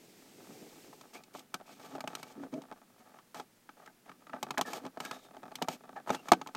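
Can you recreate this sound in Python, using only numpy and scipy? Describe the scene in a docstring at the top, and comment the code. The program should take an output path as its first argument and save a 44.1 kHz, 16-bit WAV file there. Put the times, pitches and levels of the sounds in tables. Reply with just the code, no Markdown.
"""Inside a parked car: a hand feeds a cable into a plastic dashboard cubby and works a small audio plug
into its socket. The metal tip taps and scrapes around the hole amid low rubs and dull pushes, then the
plug snaps home with a loud double click. Each contact rings the cubby's hollow (thud), the panel
(knock) and the plug and socket (tick). A sleeve rustles at first, over the faint hiss of the cabin."""
import sys
import numpy as np
from scipy import signal
from scipy.fft import rfft, irfft
from scipy.io import wavfile

SR = 44100
rng = np.random.default_rng(int(sys.argv[2]) if len(sys.argv) > 2 else 0)


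def put_to_file(sound):
    """Save the sound as 16-bit audio at rate SR, in the file named by the first command-line argument."""
    columns = np.atleast_2d(sound).T  # one column per channel
    safe = np.clip(columns, -1, 1)
    whole_steps = np.round(safe * 32767)
    wavfile.write(sys.argv[1], SR, whole_steps.astype(np.int16))


N = 289586

# modes of the cubby's hollow, the plastic panel, the plug and socket: f/Hz, width/Hz, gain/dB
HOLLOW_MODES = [(144.5, 41, -6), (185, 41, -4), (260, 35, 2.5), (373, 104, -3.5), (516, 114, -4.5)]
PANEL_MODES = [(644, 173, 3), (748, 36, 7.5), (848.6, 55, 4), (1161, 45, 3), (1288, 88, 1.5),
               (1542, 20.6, -0.5), (1667, 185, -6.5)]
PLUG_MODES = [(2280, 150, 2.5), (2560, 110, 1.5), (2960, 510, -0.5), (3656, 730, 0.5), (4520, 1290, -2),
              (5530, 530, 0), (6390, 1110, -3.5), (8590, 1200, -5.5), (12140, 3900, -10.5),
              (14700, 880, -7.5)]


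def from_db(db):
    """Decibels to gain."""
    return 10 ** (np.asarray(db) / 20)


def rms(x):
    """Root mean square, never zero."""
    return np.sqrt(np.mean(x ** 2) + 1e-30)


def at_level(x, db):
    """Scale to an rms level."""
    return from_db(db) * x / rms(x)


def at_attack(x, db):
    """Scale by the rms level of the first 8 ms."""
    return from_db(db) * x / rms(x[:SR // 125])


def drift(rate_hz, size):
    """Random wander, spread near 1."""
    knots = np.arange(size) / SR * rate_hz
    return 1.2 * np.interp(knots, np.arange(4000), rng.standard_normal(4000))


def roll_off(x, hz, kind, order):
    """Butterworth low-pass or high-pass."""
    sos = signal.butter(order, np.clip(hz, 20, .45 * SR), kind, fs=SR, output="sos")
    return signal.sosfilt(sos, x)


def resonate(x, hz, width_hz):
    """One resonance, peak gain 1."""
    r = np.exp(-np.pi * width_hz / SR)
    feedback = [1, -2 * r * np.cos(2 * np.pi * hz / SR), r * r]
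    return signal.lfilter(np.array([1, 0, -1]) * (1 - r * r) / 2, feedback, x + 1e-18)


def body(x, modes):
    """Parallel modes, alternating in sign."""
    return sum((-1) ** k * from_db(db) * resonate(x, hz, width_hz)
               for k, (hz, width_hz, db) in enumerate(modes))


def add(track, start_s, sound):
    """Mix a sound in at a time."""
    at = max(int(start_s * SR), 0)
    track[at:at + len(sound)] += sound[:max(N - at, 0)]


def coloured_noise(spectrum):
    """Noise of rms 1, shaped by rows of f/Hz, density/dB."""
    hz, db = np.transpose(spectrum)
    bins_hz = np.arange(N // 2 + 1) * SR / N
    gain = from_db(np.interp(np.log(bins_hz + 1), np.log(hz), db))
    return at_level(irfft(rfft(rng.standard_normal(N)) * gain, N), 0)


def burst(t, t60_s):
    """Decaying shower of tiny impulses, energy 1."""
    shower = rng.standard_normal(len(t)) * from_db(-60 * t / t60_s) * (1 - np.exp(-t / 0.00052))
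    return shower / np.linalg.norm(shower)


def slips(size, per_s, spread_db):
    """Stick-slip: random jerks of uneven strength, rms 1."""
    jerks = (rng.random(size) < per_s / SR) * rng.standard_normal(size)
    return at_level(jerks * from_db(spread_db * np.minimum(rng.exponential(1, size), 3)), 0)


def soften(x, tick_re_db, middle_hz, middle_db):
    """Metal on metal is bright; a softer touch, with less tick re knock, loses its top."""
    octaves = np.tanh((tick_re_db - middle_db) / 4)
    return roll_off(x, middle_hz * 2 ** octaves, "low", order=1)


def slide_pressure(length_s, waver_db):
    """Envelope of one slide: grip, waver, release."""
    t = np.arange(SR // 2) / SR
    grip = np.clip(t / 0.0084, 0, 1)
    release_db = -60 * np.maximum(t - length_s, 0) / 0.11
    return grip * from_db(release_db + waver_db * drift(45.8, len(t)))


def cabin():
    """Faint steady hiss."""
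    # f/Hz, relative density/dB
    spectrum = [(30, -10), (60, -42), (105, -13), (140, -15.5), (180, -6), (400, -15), (1070, -21.5),
                (1630, -21.5), (3200, -25.5), (5700, -26.5), (16000, -29.5)]
    return at_level(coloured_noise(spectrum), -66)


def sleeve():
    """Cloth swishes and flutters as the arm reaches in, then rests."""
    # arm movement: t/s, swish/dB, flutter/dB (both before trim)
    movement = [(0, -65, -66), (0.3, -63, -69), (0.55, -59.5, -59), (0.85, -60.5, -64), (1.1, -67, -69.5),
                (1.3, -80, -78)]
    # cloth spectra: f/Hz, relative density/dB
    swish_spectrum = [(500, -13), (900, -26), (1250, -10), (2200, -2.5), (3000, -5.5), (6000, -5),
                      (8250, -6), (9600, -13.5), (13200, -9.5), (16000, -16)]
    flutter_spectrum = [(60, -32), (135, -4.5), (270, 3), (420, 1), (600, -8), (800, -7.5), (1100, -20),
                        (2000, -59)]
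    swish_trim_db, flutter_trim_db = -0.4, 4.3
    t = np.arange(N) / SR
    times_s, swish_db, flutter_db = np.transpose(movement)
    swish_gain = from_db(np.interp(t, times_s, swish_db) + swish_trim_db + .5 * drift(39.6, N))
    swish = swish_gain * coloured_noise(swish_spectrum)
    flutter_gain = from_db(np.interp(t, times_s, flutter_db) + flutter_trim_db + 2.2 * drift(70, N))
    flutter = flutter_gain * coloured_noise(flutter_spectrum)
    fade = from_db(-60 * np.maximum(t - times_s[-1], 0))
    return fade * (swish + flutter)


def handling():
    """Plug and cable brush the trim, with stray touches; both grow as the hand gets busier."""
    # activity of the hand: t/s, base level/dB
    activity = [(0.5, -67.5), (0.97, -69), (1.41, -70.5), (1.97, -59.5), (2.49, -68), (2.73, -65.5),
                (3.06, -71), (3.42, -89), (4.36, -60.5), (4.48, -49.5), (4.57, -58), (4.97, -64.5),
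                (5.12, -82), (5.41, -57.5), (5.55, -56), (5.76, -65), (5.93, -57.5), (6.07, -63.5),
                (6.29, -57), (6.56, -61.5)]
    reach_s, touches_per_s = 0.5, 4
    t = np.arange(N) / SR
    base_db = np.interp(t, *np.transpose(activity))
    coarse = slips(N, per_s=400, spread_db=10)
    fine = slips(N, per_s=6100, spread_db=2)
    knock = roll_off(body(coarse, PANEL_MODES), 2000, "low", order=2)
    thud = roll_off(body(coarse + fine, HOLLOW_MODES), 410, "low", order=2)
    thud = roll_off(thud, 100, "high", order=2)
    grain = roll_off(body(fine + from_db(7) * coarse, PLUG_MODES), 3000, "low", order=1)
    brush = at_level(knock, 2) + at_level(thud, -2) + at_level(grain, -14)
    out = from_db(base_db + 0.82 * drift(20, N)) * np.minimum(t / reach_s, 1) * brush
    for k, (jitter, strength, spot) in enumerate(rng.uniform(-1, 1, (80, 3))):
        at_s = reach_s + (k + .5 * jitter) / touches_per_s
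        if at_s < t[-1]:
            knock_db = base_db[int(at_s * SR)] + 2 + 2 * strength
            add(out, at_s, tap(knock_db, tick_drive_db=-11.5, spot_hz=1060 * 2 ** (.5 * spot)))
    return out


def tap(knock_db, tick_drive_db, spot_hz):
    """One touch: a push into panel and hollow, plus brief metallic chatter driven relative to it."""
    t = np.arange(SR // 6) / SR
    push = 1. * (t == 0)
    spot = resonate(push + from_db(-0.5) * burst(t, t60_s=0.033), spot_hz, width_hz=400)
    ringing = at_attack(spot, 0) + at_attack(body(spot, PANEL_MODES), -1)
    knock = roll_off(ringing, 2.39 * spot_hz, "low", order=3)  # a softer, lower spot yields more slowly
    hollow = body(push + from_db(-5) * burst(t, t60_s=0.087), HOLLOW_MODES)
    thud = roll_off(hollow, 470, "low", order=3)
    # high spots and light touches stir the hollow less
    thud_db = knock_db - 9.5 - np.log2(spot_hz / 950) - 0.13 * max(-45 - knock_db, 0)
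    chatter = burst(t, t60_s=0.022)
    scatter = from_db(-11.5) * burst(t, t60_s=0.071)  # off hard trim close by
    tick = soften(body(chatter + scatter, PLUG_MODES), tick_drive_db, middle_hz=5700, middle_db=-7)
    tick_db = knock_db + tick_drive_db + 1.77
    return at_attack(thud, thud_db) + at_attack(knock, knock_db) + at_attack(tick, tick_db)


def slide(length_s, thud_db, knock_db, grain_db):
    """Coarse slips drive panel and hollow; fine grain hisses in the plug's modes."""
    pressure = slide_pressure(length_s, waver_db=2.46)
    # a light touch catches now and then, a firm one grinds
    per_s = np.clip(900 * from_db(knock_db + 50.5), 300, 2000)
    coarse = pressure * slips(len(pressure), per_s, spread_db=2)
    fine = pressure * slips(len(pressure), per_s=9000, spread_db=0.5)
    thud = roll_off(body(coarse + fine, HOLLOW_MODES), 520, "low", order=2)
    thud = roll_off(thud, 147, "high", order=2)
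    knock = roll_off(body(coarse, PANEL_MODES), 2100, "low", order=2)
    grain = body(fine + from_db(-12.5) * coarse, PLUG_MODES)
    grain = soften(grain, grain_db - knock_db, middle_hz=7100, middle_db=-15.5)
    sound = at_level(thud, thud_db) + at_level(knock, knock_db) + at_level(grain, grain_db)
    return rms(pressure) * sound


def squeak(length_s, first_hz, last_hz, db):
    """Stick-slip locks roughly to one gliding pitch: steadier when low, raspier when high."""
    pressure = slide_pressure(length_s, waver_db=0.4)
    hz = np.interp(np.arange(len(pressure)) / SR, [0, length_s], [first_hz, last_hz])
    unsteady = roll_off(rng.standard_normal((2, SR)), 0.035 * first_hz, "low", order=2)[:, -len(hz):]
    phase = 2 * np.pi * np.cumsum(hz) / SR
    tone = pressure * (unsteady[0] * np.cos(phase) + unsteady[1] * np.sin(phase))
    return rms(pressure) * at_level(tone, db)


def plug_taps():
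    """Plug and fingers strike around the hole: metal ticks strongly, skin weakly."""
    # single touches: t/s, knock level/dB, tick drive/dB, spot f/Hz
    touches = [(0.9295, -52.5, -23, 890), (1.011, -54, -4, 930), (1.2359, -69, 10.5, 890),
               (1.35, -43.5, -16, 800), (1.392, -67.5, 13.5, 900), (1.5418, -36.5, -3, 1100),
               (1.6104, -50, -18, 770), (1.9518, -39.5, -18, 570), (2.1512, -42.5, 1, 1130),
               (2.2295, -46, -2, 1090), (2.4356, -43.5, -22, 620), (2.538, -45.5, -9.5, 570),
               (2.6183, -53, -6, 740), (2.7234, -46, -14.5, 745), (3.1875, -54.5, -12, 1120),
               (3.3451, -46, -6.5, 990), (3.3976, -40.5, -11.5, 790), (3.691, -47.5, -13.5, 1230),
               (3.8604, -57, -3, 1240), (3.876, -51, -22, 1550), (4.094, -48.5, -13, 1260),
               (4.1161, -52.5, -12, 1310), (4.269, -51.5, -15, 1240), (4.2958, -48.5, -17, 1230),
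               (4.3336, -40.5, -35, 1300), (4.3374, -39, -34, 736), (4.428, -34.5, -5.5, 860),
               (4.5063, -35.5, -5.5, 900), (4.7322, -38.5, -4, 874), (4.8508, -44, -11, 890),
               (4.8637, -42.5, -11.5, 880), (5.0499, -44, -1.5, 1500), (5.059, -47, -5, 1250),
               (5.111, -38, -6, 1090), (5.367, -47, -15, 740), (5.518, -49.5, -14, 740),
               (5.5544, -50.5, 8, 1260), (5.6843, -29.5, -10, 804), (6.0745, -39.5, -32, 900),
               (6.0935, -35, -14, 900), (6.103, -24, -16.5, 610), (6.1469, -38, -5.5, 910),
               (6.2848, -39.5, -6, 1050), (6.4142, -38.5, -11.5, 910), (6.549, -38.5, -7.5, 1110)]
    # dull landings that slip off an edge and click: t/s, knock level/dB, slip delay/s, landing f/Hz
    catches = [(1.9817, -42, .0238, 636), (2.04, -38, .0346, 574), (4.5751, -33, 0.0038, 1560),
               (4.591, -29.5, 0.02, 690), (4.9723, -39, .0303, 730), (5.6175, -32.5, 0.00456, 600),
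               (6.462, -45, 0.0099, 925)]
    out = np.zeros(N)
    for at_s, knock_db, tick_drive_db, spot_hz in touches:
        add(out, at_s, tap(knock_db, tick_drive_db, spot_hz))
    for at_s, knock_db, slip_s, landing_hz in catches:
        add(out, at_s, tap(knock_db, tick_drive_db=-22, spot_hz=landing_hz))
        add(out, at_s + slip_s, tap(knock_db, tick_drive_db=-4.5, spot_hz=950))
    return out


def plug_slides():
    """Friction on trim and socket: the metal tip hisses, the plastic barrel scuffs."""
    # plug scraping: start/s, end/s, knock level/dB, grain drive/dB
    scrapes = [(1.135, 1.17, -52.5, 1.5), (1.335, 1.407, -63, 4.5), (1.663, 1.781, -62.5, 3),
               (1.795, 1.966, -59, 0), (2.089, 2.326, -61.5, -0.5), (2.981, 3.198, -61, -9),
               (3.349, 3.403, -51, -4.5), (3.763, 3.885, -61.5, -12), (4.058, 4.1, -56.5, -11),
               (4.327, 4.36, -46.5, -21.5), (4.657, 4.781, -50, -2), (4.999, 5.155, -51.5, -3),
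               (5.151, 5.257, -65.5, -1), (5.688, 5.734, -52, 3), (5.96, 5.973, -46, -18),
               (6.071, 6.159, -49.5, -4.5), (6.163, 6.32, -61.5, 0)]
    # low rubs and dull pushes, heard mostly in the hollow: start/s, end/s, drive/dB
    rubs = [(1.924, 1.97, -42), (2.364, 2.47, -45), (2.521, 2.584, -39.5), (4.809, 4.866, -42),
            (5.679, 5.703, -39.5), (6.358, 6.43, -50)]
    # slides that groan or squeak: start/s, end/s, first f/Hz, last f/Hz, level/dB
    squeaks = [(1.146, 1.173, 2204, 2400, -56), (1.66, 1.716, 2560, 2560, -69),
               (2.361, 2.418, 221.6, 270, -47.5), (2.531, 2.581, 266, 275.7, -40),
               (2.543, 2.587, 625, 654, -48.5), (4.649, 4.695, 1783, 1720, -50),
               (5.034, 5.149, 1643, 1680, -56.5), (5.05, 5.166, 3800, 3670, -62),
               (5.169, 5.28, 3660, 3660, -72.5), (5.959, 5.975, 898, 794, -43.5),
               (5.961, 5.972, 1660, 1734, -49.5), (6.082, 6.205, 2740, 2740, -61.5)]
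    lead_s = 0.004
    out = np.zeros(N)
    for start_s, end_s, knock_db, grain_drive_db in scrapes:
        thud_db = knock_db - 2.5 + 0.58 * grain_drive_db  # the tip bears harder than the barrel
        grain_db = knock_db - 3 + grain_drive_db
        add(out, start_s - lead_s, slide(end_s - start_s, thud_db, knock_db, grain_db))
    for start_s, end_s, db in rubs:
        rub = slide(end_s - start_s, thud_db=db - 5.5, knock_db=db - 15, grain_db=db - 26.5)
        add(out, start_s - lead_s, rub)
    for start_s, end_s, first_hz, last_hz, db in squeaks:
        add(out, start_s - lead_s, squeak(end_s - start_s, first_hz, last_hz, db))
    return out


def socket_spring():
    """The spring contact drops into the plug's groove and rings socket and mounting."""
    # ringing modes: f/Hz, width/Hz, gain/dB
    modes = [(323, 16, -9.5), (687, 76, -1.5), (750, 62, 3.5), (900, 100, 1), (1150, 32, -4),
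             (1260, 38, -8), (3620, 250, -16), (6360, 280, -8), (14300, 600, -22)]
    t = np.arange(SR // 10) / SR
    ringing = sum((-1) ** k * from_db(db) * np.exp(-np.pi * width_hz * t) * np.sin(2 * np.pi * hz * t)
                  for k, (hz, width_hz, db) in enumerate(modes))
    finger_damping = from_db(-60 * t / 0.12)
    onset = 1 - np.exp(-t / 0.0017)
    return at_attack(ringing * finger_damping * onset, -14.5)


def plug_snap():
    """Double click: the plug's shoulder hits the socket and rebounds while the spring rings."""
    seat_s, rebound_s = 6.3182, 0.014
    out = np.zeros(N)
    add(out, seat_s, tap(knock_db=-16, tick_drive_db=-10.5, spot_hz=740))
    add(out, seat_s, socket_spring())
    add(out, seat_s + rebound_s, tap(knock_db=-24, tick_drive_db=-10.5, spot_hz=800))
    return out


def scene():
    """Plug, sleeve, cabin and handling in mono."""
    plug = plug_taps() + plug_slides() + plug_snap()
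    return (plug + sleeve() + cabin() + handling())[None]


def record(dry):
    """Small microphone: thin bass, steep top edge."""
    cutoff_hz = 15900
    thin = roll_off(dry, 35, "high", order=1)
    return signal.sosfilt(signal.ellip(10, .1, 80, cutoff_hz, fs=SR, output="sos"), thin)


dry = scene()
out = record(dry)
put_to_file(out)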